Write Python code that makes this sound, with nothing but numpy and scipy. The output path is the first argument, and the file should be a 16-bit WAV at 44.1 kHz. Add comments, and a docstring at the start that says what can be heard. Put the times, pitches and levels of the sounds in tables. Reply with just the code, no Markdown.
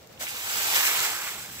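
"""A soft thud and two dull knocks: a plastic rake lands on a lawn and is pulled once past the listener.
Dry leaves buckle in thousands of tiny damped rings that merge into a dense crackle, lower where they
pile up. The tines scrape through the grass, clumps crunch and single brittle leaves snap.
The stroke dies away in a soft rustle and a low handling rumble, over a faint outdoor background."""
import sys
import numpy as np
from scipy import signal
from scipy.fft import rfft, irfft, next_fast_len
from scipy.io import wavfile
from scipy.ndimage import uniform_filter1d, map_coordinates

SR = 44100
rng = np.random.default_rng(int(sys.argv[2]) if len(sys.argv) > 2 else 0)


def wrap_up_sound(samples):
    """Save the sound to the file named by the first command line argument, as 16-bit audio."""
    columns = np.atleast_2d(samples).T
    # keep every value between -1 and 1, then stretch to whole-number steps
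    tamed = np.clip(columns, -1, 1)
    steps = np.round(tamed * 32767).astype(np.int16)
    wavfile.write(sys.argv[1], SR, steps)


N = 70560


def amp(db):
    """Amplitude ratio of a level in decibels."""
    return 10 ** (np.asarray(db) / 20)


def unit(x):
    """Normalisation to rms 1."""
    return x / np.sqrt(np.mean(x ** 2) + 1e-20)


def along(points, hz):
    """Interpolation of (frequency_hz, value) points on a logarithmic frequency axis."""
    f, v = np.transpose(points)
    return np.interp(np.log(hz + 1), np.log(f + 1), v)


def curves(rows):
    """Linear envelopes, one for each column after time_s."""
    time_s, *columns = np.transpose(rows)
    return [np.interp(np.arange(N) / SR, time_s, c) for c in columns]


def wobble(rate_hz):
    """Random modulation: a spline through rate_hz Gaussian values a second."""
    return map_coordinates(rng.standard_normal(4096), [np.arange(N) * rate_hz / SR], mode="wrap")


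def filtered(x, response):
    """Zero-phase filtering: the spectrum of x times a frequency response."""
    m = next_fast_len(N + SR // 2)
    return irfft(rfft(x, m) * response(np.fft.rfftfreq(m, 1 / SR)), m)[..., :N]


def coloured(x, spectrum):
    """Spectral shaping by (frequency_hz, gain_db) points, at rms 1."""
    return unit(filtered(x, lambda hz: amp(along(spectrum, hz))))


def band(x, centre_hz, width):
    """Band-pass filtering with a bell of the given relative width, at rms 1."""
    return unit(filtered(x, lambda hz: np.exp(-(np.log((hz + 1) / centre_hz) / width) ** 2)))


def steadied(x, size):
    """Division by the running rms evens out chance swells over size samples."""
    power = np.mean(np.atleast_2d(x) ** 2, axis=0)
    power = uniform_filter1d(uniform_filter1d(power, size), size)
    return unit(x / np.sqrt(np.abs(power) + 1e-6))


def grains(pitch_hz, scatter, cycles, size_db, spread_ms, count, size):
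    """Superposition of tiny damped rings, each with its own left-right delay, whitened as a whole."""
    # Bearing of the stirred leaves, a little to the right: time_s, left_delay_ms, relative_width
    bearing = [(.25, 0.19, 0.93), (.42, 0.19, 0.76), (.6, 0.23, 1.34), (.85, 0.16, 1.03),
               (1.15, 0.12, 0.77), (1.5, 0.11, 1.3)]
    start = rng.uniform(0, N - 1, count)
    hz = pitch_hz * np.exp(scatter * rng.triangular(-2.2, 0, 2.2, count))
    hz = np.clip(hz, 200, SR * .4)[:, None]
    gain = amp(size_db * np.clip(rng.standard_normal(count), -2, 2)) * rng.choice([-1, 1], count)
    delay_ms, width = (c[start.astype(int)] for c in curves(bearing))
    lag = (delay_ms + width * spread_ms * rng.standard_normal(count)) * SR / 1000
    pair = []
    for arrival in (start + lag / 2, start - lag / 2):
        index = np.ceil(arrival).astype(int)[:, None] + np.arange(size)
        turns = (index - arrival[:, None]) * hz / SR
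        ring = gain[:, None] * np.sqrt(hz) * np.sin(2 * np.pi * turns) * np.exp(-turns / cycles)
        pair.append(np.bincount(index.ravel() % N, ring.ravel(), N))
    spectrum = rfft(np.array(pair))
    power = uniform_filter1d(np.mean(np.abs(spectrum) ** 2, axis=0), size=900)
    return unit(irfft(spectrum / np.sqrt(np.abs(power) + 1e-9), N))


def blows(rows, source, width, attack_s):
    """Impact excitation: each row starts a band of the source that rises fast and decays exponentially."""
    out = 0
    for start_s, level_db, centre_hz, t60_s in rows:
        age = np.maximum(np.arange(N) / SR - start_s, 0)
        envelope = (1 - np.exp(-age / attack_s)) * amp(level_db - 60 * age / t60_s)
        out = out + envelope * steadied(band(source, centre_hz, width), size=400)
    return out


def crackle(level_db):
    """Buckling leaves emit clicks so dense that they fuse; sparser ticks of leaf edges stand out."""
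    # Spectrum of dry leaves: frequency_hz, gain_db
    spectrum = [(300, -31), (1000, -19.5), (2300, -4.5), (4000, -5), (7000, -4), (7900, -3), (8600, -9.5),
                (9500, -11.5), (11000, -7.5), (13000, -5), (15100, -5)]
    dense = grains(pitch_hz=8160, scatter=.61, cycles=.94, size_db=0, spread_ms=.121, count=48000, size=48)
    edges = grains(pitch_hz=7000, scatter=.5, cycles=1.2, size_db=2.5, spread_ms=.1, count=1000, size=48)
    clumps_db = .55 * wobble(70) + .6 * wobble(400)
    fused = amp(level_db + clumps_db) * coloured(dense, spectrum)
    return fused + amp(level_db - 12) * coloured(edges, spectrum)


def heap(crackle_db):
    """Compression of the growing heap gives lower, longer rings than the crackle."""
    # Heap level relative to the crackle: time_s, level_db
    build_up = [(.22, -11.5), (.6, -9), (.85, -6.5), (.98, -8.5), (1.16, -9.5), (1.28, -5), (1.37, -11)]
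    # Spectrum of the heap: frequency_hz, gain_db
    spectrum = [(500, -31), (1400, -6), (2300, 0.5), (3200, -4), (5000, -20), (9000, -66)]
    crush = grains(pitch_hz=2235, scatter=.438, cycles=4.8, size_db=2.5, spread_ms=.04,
                   count=7500, size=160)
    return amp(crackle_db + curves(build_up)[0]) * coloured(crush, spectrum)


def tines(level_db):
    """Stick-slip friction: the tines catch in the grass and ring briefly at each release."""
    # Spectrum of the scraping tines: frequency_hz, gain_db
    spectrum = [(80, -38), (270, -13), (450, -6), (650, -4.5), (810, 1), (1130, 1.5), (1550, 3), (2400, -6),
                (4000, -3.5), (9000, -69)]
    slips = grains(pitch_hz=1222, scatter=.62, cycles=1.73, size_db=.5, spread_ms=.065,
                   count=5500, size=224)
    return amp(level_db) * coloured(slips, spectrum)


def sizzle(leaf_db):
    """Amplitude-modulated narrow-band noise: a high sizzle flares while the rake drags."""
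    # Sizzle level relative to leaf_db: time_s, level_db
    swell = [(.35, -22), (.48, -9.5), (.8, -15), (1.05, -9)]
    flare_db = curves(swell)[0] + 3 * wobble(90)
    return amp(leaf_db + flare_db) * band(rng.standard_normal((2, N)), centre_hz=7760, width=.072)


def patchiness(x, depth_db):
    """Random spectral ripple: narrow peaks and dips come and go in the rustle."""
    spectra = signal.stft(x, nperseg=1024)[2]
    field = uniform_filter1d(rng.standard_normal(spectra.shape[1:]), size=4, axis=0)
    field = uniform_filter1d(field, size=7, axis=1)
    return signal.istft(spectra * amp(depth_db * unit(field)), nperseg=1024)[1][:, :N]


def stroke():
    """Incoherent sources add: leaves and tines sound together from the moment of ground contact."""
    # Base envelopes of the pull: time_s, leaf_db, tine_db
    pull = [(0.188, -48, -58), (0.212, -34.5, -42.5), (0.236, -32.5, -43.5), (0.266, -39.5, -39.5),
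            (0.288, -33.5, -51), (0.31, -37, -41.5), (0.43, -35.5, -41.5), (0.51, -30.5, -34.5),
            (0.6, -29, -32.5), (0.64, -29, -33), (0.72, -27, -32), (0.77, -22, -26.5), (0.82, -26, -30.5),
            (0.875, -23.5, -30.5), (0.925, -27.5, -31), (0.97, -27, -30.5), (1.02, -28, -32),
            (1.05, -27, -31.5), (1.08, -30, -31.5), (1.2, -35.5, -36.5), (1.285, -35, -38),
            (1.36, -40, -42), (1.42, -39, -44.5), (1.48, -43.5, -46.5), (1.6, -41, -48)]
    leaf_db, tine_db = curves(pull)
    crackle_db, scrape_db = leaf_db + 2, tine_db - 2.5
    contact_s, rise_s = pull[0][0], .012
    contact = np.clip((np.arange(N) / SR - contact_s) / rise_s, 0, 1)
    return contact * (crackle(crackle_db) + heap(crackle_db) + tines(scrape_db) + sizzle(leaf_db))


def snaps(t60_s=.014):
    """Brittle fracture: a leaf releases its stored strain in a burst of a few milliseconds."""
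    # Breaking leaves: start_s, level_db
    fractures = [(.011, -48), (0.029, -47), (.073, -45.5), (.128, -48), (0.6445, -21), (.7626, -20),
                 (.993, -25), (1.0035, -18)]
    # Spectrum of a snap: frequency_hz, gain_db
    spectrum = [(400, -17), (2400, -3), (7800, 6), (9400, -14), (14000, 2)]
    t = np.arange(N) / SR
    bursts = sum((t >= s) * amp(db - 60 * np.abs(t - s) / t60_s) for s, db in fractures)
    crack = grains(pitch_hz=5000, scatter=.7, cycles=1.5, size_db=1, spread_ms=.07, count=20000, size=64)
    return bursts * coloured(crack, spectrum)


def crunches():
    """Damped resonance: each clump of leaves collapses under the tines with its own hollow colour."""
    # Crushed clumps: start_s, level_db, centre_hz, t60_s
    clumps = [(.175, -44, 3000, 0.033), (.212, -38.5, 1530, 0.17), (.267, -24, 2500, 0.028),
              (.276, -31.5, 2140, 0.056), (1.046, -27, 2060, 0.13), (1.15, -29, 1490, 0.04),
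              (1.377, -40, 1370, .06)]
    crush = grains(pitch_hz=1800, scatter=.5, cycles=2, size_db=2, spread_ms=.05, count=6000, size=128)
    return blows(clumps, crush, width=.33, attack_s=.0016)


def landing():
    """Damped impact: the rake head thuds on the turf, then knocks twice as its fan flattens."""
    # Thud and knocks: start_s, level_db, centre_hz, t60_s
    impacts = [(.186, -52, 78, 0.1), (.208, -39.5, 690, 0.077), (.232, -33.5, 745, 0.04)]
    return blows(impacts, rng.standard_normal(N), width=.22, attack_s=.0014)


def handling():
    """Structure-borne handling noise: a low rumble, equal in both channels, as the stroke ends."""
    # Envelope of the rumble: time_s, level_db
    swell = [(1.15, -74), (1.3, -65), (1.42, -53.5), (1.46, -61), (1.5, -51), (1.6, -51.5)]
    # Spectrum of the rumble: frequency_hz, gain_db
    spectrum = [(25, -30), (60, -7), (115, 1.5), (220, -4), (330, -14), (900, -60)]
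    return amp(curves(swell)[0]) * steadied(coloured(rng.standard_normal(N), spectrum), size=1200)


def outdoors(level_db=-50.5):
    """Coherence falls with frequency: far rumble is alike in both ears, the faint hiss is unrelated."""
    # Spectrum of the background: frequency_hz, gain_db
    spectrum = [(20, -28), (45, -13), (70, -5), (100, 0.5), (160, -6), (300, -6.5), (600, -3.5),
                (1100, -12.5), (3000, -15), (7800, -20.5), (9400, -28.5), (14000, -22.5)]
    coherence = [(150, .85), (700, .31), (2500, .026)]  # frequency_hz, correlation
    angle = lambda hz: np.arccos(along(coherence, hz)) / 2
    mid = filtered(rng.standard_normal(N), lambda hz: np.cos(angle(hz)))
    side = filtered(rng.standard_normal(N), lambda hz: np.sin(angle(hz)))
    return amp(level_db + 3 * wobble(25.64)) * coloured(np.array([mid + side, mid - side]), spectrum)


def scene():
    """Superposition of all sources; a level difference places the raking a little to the right."""
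    # Level difference between the channels: frequency_hz, left_minus_right_db
    balance = [(200, -.5), (1200, -2), (7700, -2.5), (9200, -0.5), (11800, 0.5), (14000, -1.5)]
    rake = patchiness(stroke(), depth_db=1.3) + snaps() + crunches()
    rake = filtered(rake, lambda hz: amp(np.outer([.5, -.5], along(balance, hz))))
    return rake + landing() + handling() + outdoors()


def record(dry):
    """Band limiting: an ideal low-pass filter removes the highest treble."""
    cutoff_hz = 15650
    return filtered(dry, lambda hz: hz < cutoff_hz)


dry = scene()
out = record(dry)
wrap_up_sound(out)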